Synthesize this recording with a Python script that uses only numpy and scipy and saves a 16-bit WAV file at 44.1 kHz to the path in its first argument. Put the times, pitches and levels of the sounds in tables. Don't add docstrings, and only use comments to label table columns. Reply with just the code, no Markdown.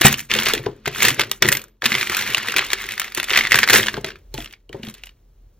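import sys
import numpy as np
from scipy import signal
from scipy.fft import rfft, irfft, next_fast_len
from scipy.io import wavfile

SR = 44100
rng = np.random.default_rng(int(sys.argv[2]) if len(sys.argv) > 2 else 0)


def persist_wave(psi):
    counts = np.round(np.clip(psi, -1, 1) * 32767).astype(np.int16)
    wavfile.write(sys.argv[1], SR, np.atleast_2d(counts).T)


N = 246783

# frequency in Hz, relative density in dB per Hz.
BEAD_SPECTRUM = [(300, -28.5), (700, -14), (1200, -9.5), (1900, -5), (2500, -3.5), (3400, -5), (4800, -9.5),
                 (7000, -18), (12000, -31.5)]
# frequency in Hz, relative density in dB per Hz.
GLITTER_SPECTRUM = [(3000, -31.5), (5500, 2), (8000, 4.5), (11000, 1), (14000, 3.5), (16000, -12.5)]


def amp(db):
    return 10 ** (np.asarray(db) / 20)


def unit(x):
    return x / np.sqrt(np.mean(x ** 2) + 1e-20)


def along(points, hz):
    f, v = np.transpose(points)
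    return np.interp(np.log(hz + 1), np.log(f + 1), v)


def curves(rows):
    s, *cols = np.transpose(rows)
    return [np.interp(np.arange(N) / SR, s, c) for c in cols]


def filtered(x, response):
    m = next_fast_len(N + SR // 2)
    spectrum = rfft(x, m) * response(np.fft.rfftfreq(m, 1 / SR))
    return irfft(spectrum, m)[..., :N]


def placed(times, rows):
    starts = np.round(np.asarray(times) * SR).astype(int)
    at = starts[:, None] + np.arange(rows.shape[1])
    return np.bincount(at.ravel(), rows.ravel(), N + SR)[:N]


def fade(t60, rise, size):
    t = np.arange(size) / SR
    return amp(-60 * t / t60) * (1 - np.exp(-t / rise))


def noise(spectrum):
    return unit(filtered(rng.standard_normal(N), lambda hz: amp(along(spectrum, hz))))


def rings(hz, t60, rise, spread, size):
    t = np.arange(size) / SR
    draw = rng.standard_normal((len(hz), 6))
    pitch = hz[:, None] * np.exp(spread * np.abs(draw[:, :3]) * [0, 1.3, -.5])
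    strength = amp(3.4 * draw[:, 3:] + [0, -5, -6])
    waves = strength[..., None] * np.sin(2 * np.pi * pitch[..., None] * t)
    return waves.sum(1) * fade(t60, rise, size)


def hum():
    # frequency in Hz, relative density in dB per Hz.
    hum_spectrum = [(30, -36), (41, 9.5), (48, 1.5), (55, -10), (95, -13.5), (150, -23), (220, -48.5)]
    # frequency in Hz, relative density in dB per Hz.
    hiss_spectrum = [(100, -6), (300, -5), (600, -12), (1000, -18.5), (3000, -41), (8000, -44),
                     (15000, -43.5)]
    # time in seconds, level of the hum in dB.
    hum_level = [(0.0, -53), (0.3, -55.5), (0.5, -51.5), (1.51, -54), (1.67, -56.5), (1.91, -59.5),
                 (2.04, -56.5), (2.33, -58.5), (2.79, -51), (3.28, -52.5), (4.08, -47.5), (4.4, -42.5),
                 (4.58, -51.5), (4.86, -60), (5.03, -49), (5.59, -48.5)]
    level_db = curves(hum_level)[0]
    return amp(level_db) * (noise(hum_spectrum) + amp(-19.5) * noise(hiss_spectrum))


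def tail(t60, size):
    hz, t, z = signal.stft(rng.standard_normal(size), SR, nperseg=128)
    decay = amp(-60 * t / t60(hz)[:, None])
    x = signal.istft(z * decay, SR, nperseg=128)[1]
    return x / np.linalg.norm(x)


def room(x):
    # frequency in Hz, t60 in seconds.
    walls = [(150, 0.33), (1000, 0.12), (5000, 0.087), (14000, 0.02)]
    step, delay = SR // 4, 200
    parts = np.pad(x, (delay, step - (N + delay) % step)).reshape(-1, step)
    tails = [tail(lambda hz: along(walls, hz), size=SR // 3) for _ in parts]
    echoes = np.array([signal.fftconvolve(p, answer) for p, answer in zip(parts, tails)])
    return placed(np.arange(len(parts)) * step / SR, echoes)


def tub_noise():
    # centre in Hz, width in Hz, relative strength in dB.
    tub = [(107, 22, -1), (212.8, 11, 2.5), (358, 110, -3), (561.6, 230, -11), (970, 620, -19.5)]

    def modes(f):
        total = 0
        for k, (centre, width, db) in enumerate(tub):
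            resonance = 1j * f * width / (centre * centre - f * f + 1j * f * width)
            total = total + (-1) ** k * amp(db) * resonance
        return total

    return unit(filtered(rng.standard_normal(N), modes))


def stirring():
    # start in seconds, swell in seconds, hold in seconds,
    # trickle drive in dB, chain glitter over it in dB, tub rumble over it in dB.
    strokes = [(0, 0.047, 0.0069, -12.5, -0.5, -14.5), (0.154, 0.024, 0.011, -38.5, 10, -22),
               (0.29, 0.015, .08, -23.5, -8.5, -8), (0.355, 0.13, .01, -18.5, -5.5, -11),
               (.52, 0.02, 0.0045, -28.5, -5, -2), (0.604, 0.053, 0.0045, -44.5, -11, 13),
               (0.687, .06, 0.11, -59.5, -13.5, 4), (0.846, .022, 0.0043, -29, -22, -8.5),
               (0.928, 0.12, .01, -14, -1.5, -10), (1.16, 0.028, .005, -25, -13.5, -0.5),
               (1.29, .035, .02, -47.5, 7, -8.5), (1.406, 0.031, 0.058, -27.5, -22.5, 1),
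               (1.475, 0.05, 0.027, -32, -8.5, -10.5), (1.817, 0.026, 0.18, -26, -2, -9.5),
               (1.9, 0.22, 0.19, -25, -5, -12.5), (2.196, 0.21, 0.12, -28.5, -13.5, -13.5),
               (2.49, .09, 0.05, -24.5, -15, -11.5), (2.577, 0.13, 0.12, -31.5, -7.5, -17.5),
               (2.699, .21, .02, -32, -4.5, -12.5), (2.918, .09, 0.056, -33.5, -6, -11),
               (3.129, 0.047, 0.0037, -27, -5, -10.5), (3.229, .145, 0.014, -19.5, -5, -13.5),
               (3.442, .11, .04, -23, -1.5, -5.5), (3.648, 0.083, 0.056, -17, 2, -5),
               (3.719, 0.15, 0.033, -33.5, -6.5, -11.5), (3.868, .09, .01, -40.5, -6.5, 6.5),
               (4.033, 0.031, 0.0055, -33.5, -18.5, -3), (4.317, 0.059, .03, -41.5, 5, 0.5),
               (4.414, 0.076, 0.019, -54.5, 0.5, -19), (4.686, 0.05, 0.051, -55, -3, 14.5),
               (4.793, 0.045, .05, -46, -2, 0), (4.914, 0.034, 0.043, -52, -8, -18),
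               (4.996, 0.058, 0.017, -54, 6, -8)]
    # Trickle, glitter and rumble die away after a stroke, each at its rate in dB per second.
    settle_rates = [228.5, 259, 159.5]
    floor_levels = [-84, -88, -70]
    swell_db, start_db_per_s = 25, 2500
    t = np.arange(0, N, 64) / SR
    power = amp(floor_levels)[:, None] ** 2
    for start, swell, hold, db, glitter_db, rumble_db in strokes:
        full = start + swell
        before = swell_db * np.maximum(full - t, 0) / max(swell, .01)
        before = before + start_db_per_s * np.maximum(start - t, 0)
        after = np.outer(settle_rates, np.maximum(t - full - hold, 0))
        peak_db = db + np.array([[0], [glitter_db], [rumble_db]])
        power = power + amp(peak_db - before - after) ** 2
    return [np.interp(np.arange(N) / SR, t, 10 * np.log10(p)) for p in power]


def patter(scatter_db, count):
    draw = rng.random((count, 2))
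    size_db = np.minimum(-scatter_db * np.log(1 - draw[:, 1:]), 15)
    return draw[:, 0] * N / SR, amp(size_db)


def heap(trickle_db, glitter_db, rumble_db):
    moving = np.clip((trickle_db + 62.5) / 12, 0, 1)
    s, size = patter(3.73, count=4200)
    hz = 2000 * np.exp(.22 * rng.standard_normal(len(s)))
    knocks = unit(placed(s, size * rings(hz, .009, .0003, .3, size=512)))
    trickle = amp(trickle_db - 0.3) * (0.6 * moving * knocks + 0.58 * noise(BEAD_SPECTRUM))
    flicker = unit(placed(s, size * fade(0.033, .0004, size=512)))
    glitter = amp(glitter_db - 11.5) * (0.75 + 1.7 * moving * flicker) * noise(GLITTER_SPECTRUM)
    rumble = amp(rumble_db - 3.5) * tub_noise()
    return trickle + glitter + rumble


def pings():
    # start in seconds, level in dB, pitch in Hz, t60 in seconds.
    ping_rows = [(.059, 1, 7700, .04), (.06, -16.5, 12780, 0.14), (1.483, -31, 13680, .2),
                 (1.526, -19, 13680, 0.19), (1.69, -62, 13680, .24), (1.49, -23, 9800, 0.041),
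                 (1.525, -26, 9800, 0.12)]
    s, db, hz, t60 = np.transpose(ping_rows)[..., None]
    tone = np.sin(2 * np.pi * hz * np.arange(SR // 4) / SR)
    return placed(s[:, 0], amp(db) * tone * fade(t60, 0.00033, size=SR // 4))


def thuds():
    # start in seconds, strength of the blow in dB, pitch of the push in Hz, boom over the blow in dB.
    blows = [(0.01, -14, 335.4, -11.5), (0.049, -1, 215, -6), (0.217, -48, 296.4, 6.5),
             (0.325, -29, 210.5, -11), (0.358, -21.5, 488, -12.5), (0.394, -26, 226.6, -16),
             (0.466, -24.5, 425, -22.5), (0.536, -19, 424.3, -23), (0.571, -21, 308, -17.5),
             (0.595, -26, 423, -7), (0.665, -12.5, 411, -23.5), (0.686, -24, 300, -8.5),
             (0.874, -15, 395, -15.5), (0.99, -29, 234, -14), (1.046, -20, 396.5, -22.5),
             (1.077, -21, 395, -17), (1.11, -25.5, 272.5, -5.5), (1.193, -16, 414, -26.5),
             (1.313, -33.5, 411, -6), (1.421, -12, 391, -17.5), (1.449, -19, 359.7, -4),
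             (1.483, -24.5, 296.8, 2), (1.52, -23, 562, -9.5), (1.83, -17, 417.5, -25.5),
             (1.856, -26, 235.4, -13), (1.919, -21.5, 209.8, -20.5), (1.952, -22, 442, -10),
             (2.097, -26.5, 343.4, -15.5), (2.293, -30, 305, -6.5), (2.374, -34, 377, -4),
             (2.488, -30.5, 440, -20.5), (2.558, -24, 381, -26), (2.732, -26, 381.6, -33),
             (2.85, -39, 375, -16), (3.177, -24.5, 349, -15.5), (3.315, -22, 407.6, -32),
             (3.372, -21, 680, -21.5), (3.446, -29.5, 322.6, -9), (3.523, -23, 571, -19),
             (3.544, -17, 393, -8), (3.629, -24, 493.5, -15), (3.698, -16, 369, -23.5),
             (3.741, -11.5, 437, -25.5), (3.781, -21, 378, -10), (3.86, -28, 506, -12),
             (3.941, -28.5, 398, -13.5), (3.976, -19, 415, -7.5), (4.043, -21, 385, -13),
             (4.341, -23.5, 396, -9), (4.383, -22.5, 312.4, -13.5), (4.697, -33, 398.6, -10.5),
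             (4.746, -22, 393, -10.5), (4.797, -34.5, 216.6, -3.5), (4.836, -27.5, 225.8, -15.5),
             (4.877, -29.5, 219.6, -8)]
    # frequency in Hz, relative density in dB per Hz.
    slap_spectrum = [(150, -16.5), (400, 1.5), (900, 14.5), (1500, -7.5), (3000, -33.5)]
    boom_hz = 137
    s, db, hz, boom_db = np.transpose(blows)
    gain = amp(db)[:, None]
    slap_gain = gain ** 1.39 * amp(6.5)
    slap = placed(s, slap_gain * fade(0.028, 0.0044, size=4096)) * noise(slap_spectrum)
    push = placed(s, gain * amp(-3.5) * rings(hz, 0.074, 0.00067, 0.28, size=4096))
    boom_rings = rings(boom_hz + 0 * s, 0.11, .003, 0.05, size=8192)
    boom = placed(s, gain * amp(boom_db)[:, None] * boom_rings)
    shaking = placed(s, gain * amp(-3.5) * fade(0.024, 0.0028, size=4096)) * tub_noise()
    return slap + push + boom + shaking


def loose(trickle_db, count):
    over_trickle_db, typical_hz, typical_treble_db = 1.5, 2190, -14.5
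    s = rng.random(count) * (N - 1) / SR
    draw = np.clip(rng.standard_normal((count, 3)), -2, 2)
    db = trickle_db[(s * SR).astype(int)] + over_trickle_db + 3 * draw[:, 0]
    hz = typical_hz * np.exp(0.29 * draw[:, 1])
    treble_db = typical_treble_db + 6 * draw[:, 2]
    return np.transpose([s, db, hz, treble_db])


def clacks(trickle_db):
    # start in seconds, strength in dB, pitch in Hz,
    # treble over the strength in dB, ahead of a common lift.
    main_clacks = [(0.012, -2, 3370, -20), (0.0155, 0.5, 1700, -14), (0.0508, 9, 1600, -19.5),
                   (0.056, -3.5, 1700, -4.5), (0.0663, 4, 1853, -8.5), (0.0815, -9.5, 1817, -3),
                   (0.1218, -17, 3374, -11), (0.1271, -12, 1682, -2), (0.1416, -8.5, 2787, -17.5),
                   (0.1834, -27, 1643, -3.5), (0.192, -17.5, 2330, -8.5), (0.2034, -19, 2340, -9.5),
                   (0.2994, -19, 2430, -28.5), (0.3071, -12.5, 2298, -23), (0.3145, -3, 2602, -26),
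                   (0.3382, -4.5, 3144, -16), (0.3501, -7, 1947, -17), (0.3637, -12, 2866, -14.5),
                   (0.388, -3, 3314, -24), (0.3994, -10, 2307, -12.5), (0.422, -9, 2910, -21.5),
                   (0.4335, -14.5, 1514, -7), (0.4588, -5.5, 2540, -22.5), (0.4659, -2, 2638, -34.5),
                   (0.4854, -19.5, 2240, -21), (0.5027, -15.5, 2390, -21.5), (0.5357, -3, 3475, -10.5),
                   (0.5504, -10, 1720, -16), (0.577, -11.5, 2017, -24), (0.638, -29, 1803, -25),
                   (0.6614, -15, 1985, -38), (0.8575, -15.5, 1457, -16.5), (0.8616, -12, 2376, -23.5),
                   (0.8774, -7.5, 2030, -19), (0.9273, -33, 2730, -22.5), (0.9376, -25, 2003, -28),
                   (0.948, -17.5, 2550, -29.5), (0.9598, -18.5, 1484, -32), (0.9817, -22, 1462, -22.5),
                   (1.0036, -11.5, 2285, -26), (1.0224, -4, 2318, -17.5), (1.0297, -7.5, 2427, -5.5),
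                   (1.0434, -9, 2287, -18.5), (1.0511, -1, 2786, -11.5), (1.0654, -19.5, 2010, -5.5),
                   (1.0834, -2, 1978, -10), (1.1042, -7, 3155, -20.5), (1.1444, -22.5, 1700, -3.5),
                   (1.1952, 2.5, 2190, -20), (1.2085, -3, 1897, -21), (1.2146, -5, 3430, -17.5),
                   (1.235, -11.5, 1588, -24.5), (1.2954, -31.5, 1998, -17), (1.3144, -6, 2870, -9),
                   (1.3319, -26, 3290, -21), (1.4232, 5.5, 2270, -17.5), (1.4264, -3.5, 2140, -22),
                   (1.4471, -10.5, 2130, -21), (1.4552, -6.5, 1983, -27), (1.4777, -14.5, 2020, -9),
                   (1.487, -0.5, 1900, -9.5), (1.5189, -12.5, 1612, -2), (1.5252, -2, 2110, -9.5),
                   (1.5508, -10.5, 2124, -15), (1.5699, -10, 2370, -10), (1.5938, -27.5, 2455, -6.5),
                   (1.6165, -30.5, 3285, -3.5), (1.6397, -33.5, 1460, -3), (1.683, -48, 1610, -6),
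                   (1.8209, -12, 1670, -25), (1.8412, -7, 1686, -28.5), (1.8566, 1, 2753, -22.5),
                   (1.8611, -4, 1967, -13.5), (1.9193, -4.5, 2046, -30), (1.942, -7, 2197, -28.5),
                   (1.951, -2.5, 2080, -29), (1.9824, -10.5, 2318, -23), (2.0004, -22, 2108, -14),
                   (2.0111, -7, 2340, -22), (2.0288, -9, 2270, -19), (2.0717, -12, 1900, -18),
                   (2.0971, -9, 2216, -15.5), (2.1213, -8, 1635, -20.5), (2.147, -10, 2497, -15),
                   (2.168, -11.5, 1555, -8), (2.1918, -13, 1600, -23.5), (2.2092, -15.5, 2023, -27),
                   (2.2227, -12, 2150, -15.5), (2.2684, -23, 2323, -25.5), (2.2888, -18, 2390, -21.5),
                   (2.3007, -17, 1470, -22), (2.336, -17.5, 3045, -13.5), (2.3466, -0.5, 2823, -21),
                   (2.3701, -8, 1848, -24.5), (2.3802, -9, 2106, -16.5), (2.4312, -21, 2003, -21),
                   (2.4727, -15.5, 1918, -17), (2.4848, -9, 1897, -16), (2.4965, -15.5, 2750, -19.5),
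                   (2.522, -19, 1858, -24), (2.5407, -12.5, 1530, -21), (2.5634, -5, 2420, -11),
                   (2.5689, -3.5, 1992, -18), (2.5825, -1.5, 2636, -17.5), (2.5914, -3.5, 1953, -30.5),
                   (2.609, -18, 3276, -27), (2.7028, -13, 2335, -24.5), (2.7164, -16.5, 2236, -20.5),
                   (2.732, -0.5, 2335, -15), (2.7849, -23, 2120, -24), (2.813, -24, 1874, -27.5),
                   (2.8399, -21, 1614, -18), (2.889, -14.5, 2010, -15.5), (2.9087, -19.5, 2300, -21),
                   (2.9205, -16, 2690, -11), (2.9786, -14.5, 1942, -17.5), (2.9975, -8.5, 2036, -7.5),
                   (3.0165, -10, 1934, -22), (3.0435, -19, 2030, -14.5), (3.0795, -21, 1905, -25.5),
                   (3.1209, -21.5, 2048, -18), (3.148, -16.5, 4520, -5), (3.1748, -12.5, 1950, -9.5),
                   (3.1996, -9.5, 1970, -20), (3.2299, -14.5, 1972, -14), (3.242, -14, 3550, -11.5),
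                   (3.2853, -14.5, 2013, -30.5), (3.2963, -11, 2173, -15.5), (3.3044, -5.5, 1844, -27.5),
                   (3.3116, -10.5, 1990, -25), (3.3333, -5, 1787, -29), (3.338, -8.5, 2010, -28),
                   (3.3485, -5, 1750, -27), (3.3576, -5.5, 2140, -31.5), (3.3621, -5.5, 1920, -31),
                   (3.3743, 3.5, 2110, -24), (3.3886, -1, 1920, -20), (3.4094, -5, 2153, -26),
                   (3.4361, -13.5, 2090, -30), (3.4426, -15.5, 2168, -29.5), (3.4514, -7.5, 2096, -31),
                   (3.4615, -13, 2040, -31), (3.4705, -7.5, 1937, -25), (3.51, -8, 2180, -18),
                   (3.5194, 3, 1994, -18), (3.5283, -5.5, 1810, -18), (3.5431, 3, 1990, -22),
                   (3.5564, -3, 1720, -10.5), (3.5762, -11, 1970, -20), (3.5881, 1.5, 1730, -13.5),
                   (3.6231, -12, 2113, -24.5), (3.6312, 3.5, 1860, -26), (3.638, -3.5, 1645, -30),
                   (3.676, -5, 1600, -18), (3.6876, -4, 2098, -18), (3.6983, 4, 1850, -17.5),
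                   (3.7036, -2.5, 2024, -8.5), (3.7319, 7, 1758, -15.5), (3.7394, -0.5, 1940, -11.5),
                   (3.7502, -4, 1835, -9), (3.7584, 1.5, 2057, -22), (3.785, -10.5, 2394, -21.5),
                   (3.7958, -11, 2058, -16.5), (3.8304, -10, 3190, -26), (3.8381, -13.5, 1927, -25.5),
                   (3.8611, -14, 3160, -20.5), (3.8677, -8.5, 2900, -25.5), (3.8838, -3, 1740, -32),
                   (3.9413, -13, 1598, -32.5), (3.9684, -18.5, 1492, -25), (4.0449, -7.5, 2030, -24.5),
                   (4.071, -23, 2194, -32), (4.0867, -22, 2277, -29), (4.104, -21, 1692, -31.5),
                   (4.1177, -31, 2770, -33), (4.157, -31, 1650, -25), (4.341, -23, 4260, -7),
                   (4.349, -27, 3970, -15.5), (4.378, -18, 2860, -26.5), (4.404, -24, 3310, -28),
                   (4.4232, -25.5, 2880, -15), (4.4446, -24.5, 2800, -12), (4.4591, -24, 2850, -29),
                   (4.4746, -30, 3340, -33), (4.5096, -34.5, 3250, -21), (4.5261, -30.5, 3970, -10.5),
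                   (4.5362, -26.5, 2260, -42), (4.6927, -35.5, 2980, -15), (4.7286, -23, 2280, -25.5),
                   (4.8324, -23.5, 2796, -35), (4.8494, -32, 2730, -9), (4.8688, -24.5, 3280, -21.5),
                   (4.8858, -27, 3800, -11), (4.8984, -32, 2170, -5), (4.9093, -44.5, 2860, 1),
                   (4.9407, -32, 4060, -7.5), (4.9487, -33, 3560, -12.5), (4.995, -45, 2790, -18),
                   (5.036, -22, 2795, -19), (5.0584, -39.5, 3210, -3), (5.0697, -28, 2786, -23),
                   (5.0917, -34.5, 2870, -24)]
    s, db, hz, treble_db = np.vstack([main_clacks, loose(trickle_db, count=600)]).T
    gain = amp(db)[:, None]
    contact = rings(hz, .011, .0004, .3, size=1024)
    knock = placed(s, gain * amp(-1.8) * contact)
    rasp = placed(s, gain * amp(-8.5) * fade(0.027, 0.00028, size=1024)) * noise(BEAD_SPECTRUM)
    spike = fade(0.0026, 0.00016, size=1024)
    rebound = amp(-5.5) * fade(0.018, 0.0011, size=1024)
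    tick_gain = gain * amp(treble_db + 12)[:, None]
    tick = placed(s, tick_gain * (spike + rebound)) * noise(GLITTER_SPECTRUM)
    return knock + rasp + tick


def scattered(x):
    z = signal.stft(x, nperseg=128)[2]
    turned = z * np.exp(2j * np.pi * rng.random(z.shape))
    y = signal.istft(turned, nperseg=128)[1][:N]
    return y * np.std(x) / np.std(y)


def scene():
    levels = stirring()
    near = clacks(levels[0]) + thuds() + heap(*levels)
    near = near + amp(-15.0) * room(near) + pings() + hum()
    return np.array([near, scattered(near)])


def record(dry):
    # frequency in Hz, lead of the left in radians.
    lead = [(280, 0), (500, -.5), (780, -.9), (1150, -.5), (1800, 0), (2600, .75), (3700, .45), (4130, .55),
            (4950, 2.25), (5500, 1.5), (6300, 1.7), (8500, 2.95), (10000, 3.15), (11500, 3.5),
            (15300, 5.05)]
    # frequency in Hz, left minus right in dB.
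    tilt = [(210, 0), (330, 3.5), (500, 6), (770, 3), (1170, .4), (1600, 0)]
    # frequency in Hz, share of unrelated sound from 0 to 1.
    apart = [(250, 0), (450, .06), (720, .25), (950, .05), (1200, .22), (1700, .01), (3300, .13),
             (5500, .3), (8000, .1), (10000, .02), (12000, .15), (15000, .35)]
    top_hz = 16000

    def blend(hz):
        turn = np.arccos(np.sqrt(1 - along(apart, hz))) / 2
        return np.array([np.cos(turn), np.sin(turn)])

    def channel_offsets(hz):
        half = amp(along(tilt, hz) / 2) * np.exp(.5j * along(lead, hz))
        return np.array([half, 1 / half])

    def band_limit(hz):
        return np.sin(np.pi / 2 * np.clip((top_hz - hz) / 250, 0, 1)) ** 2

    mid, side = filtered(dry, blend)
    pair = filtered(np.array([mid + side, mid - side]), channel_offsets)
    pair = pair / (1 + np.abs(pair / .98) ** 8) ** (1 / 8)
    return filtered(pair, band_limit)


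dry = scene()
out = record(dry)
persist_wave(out)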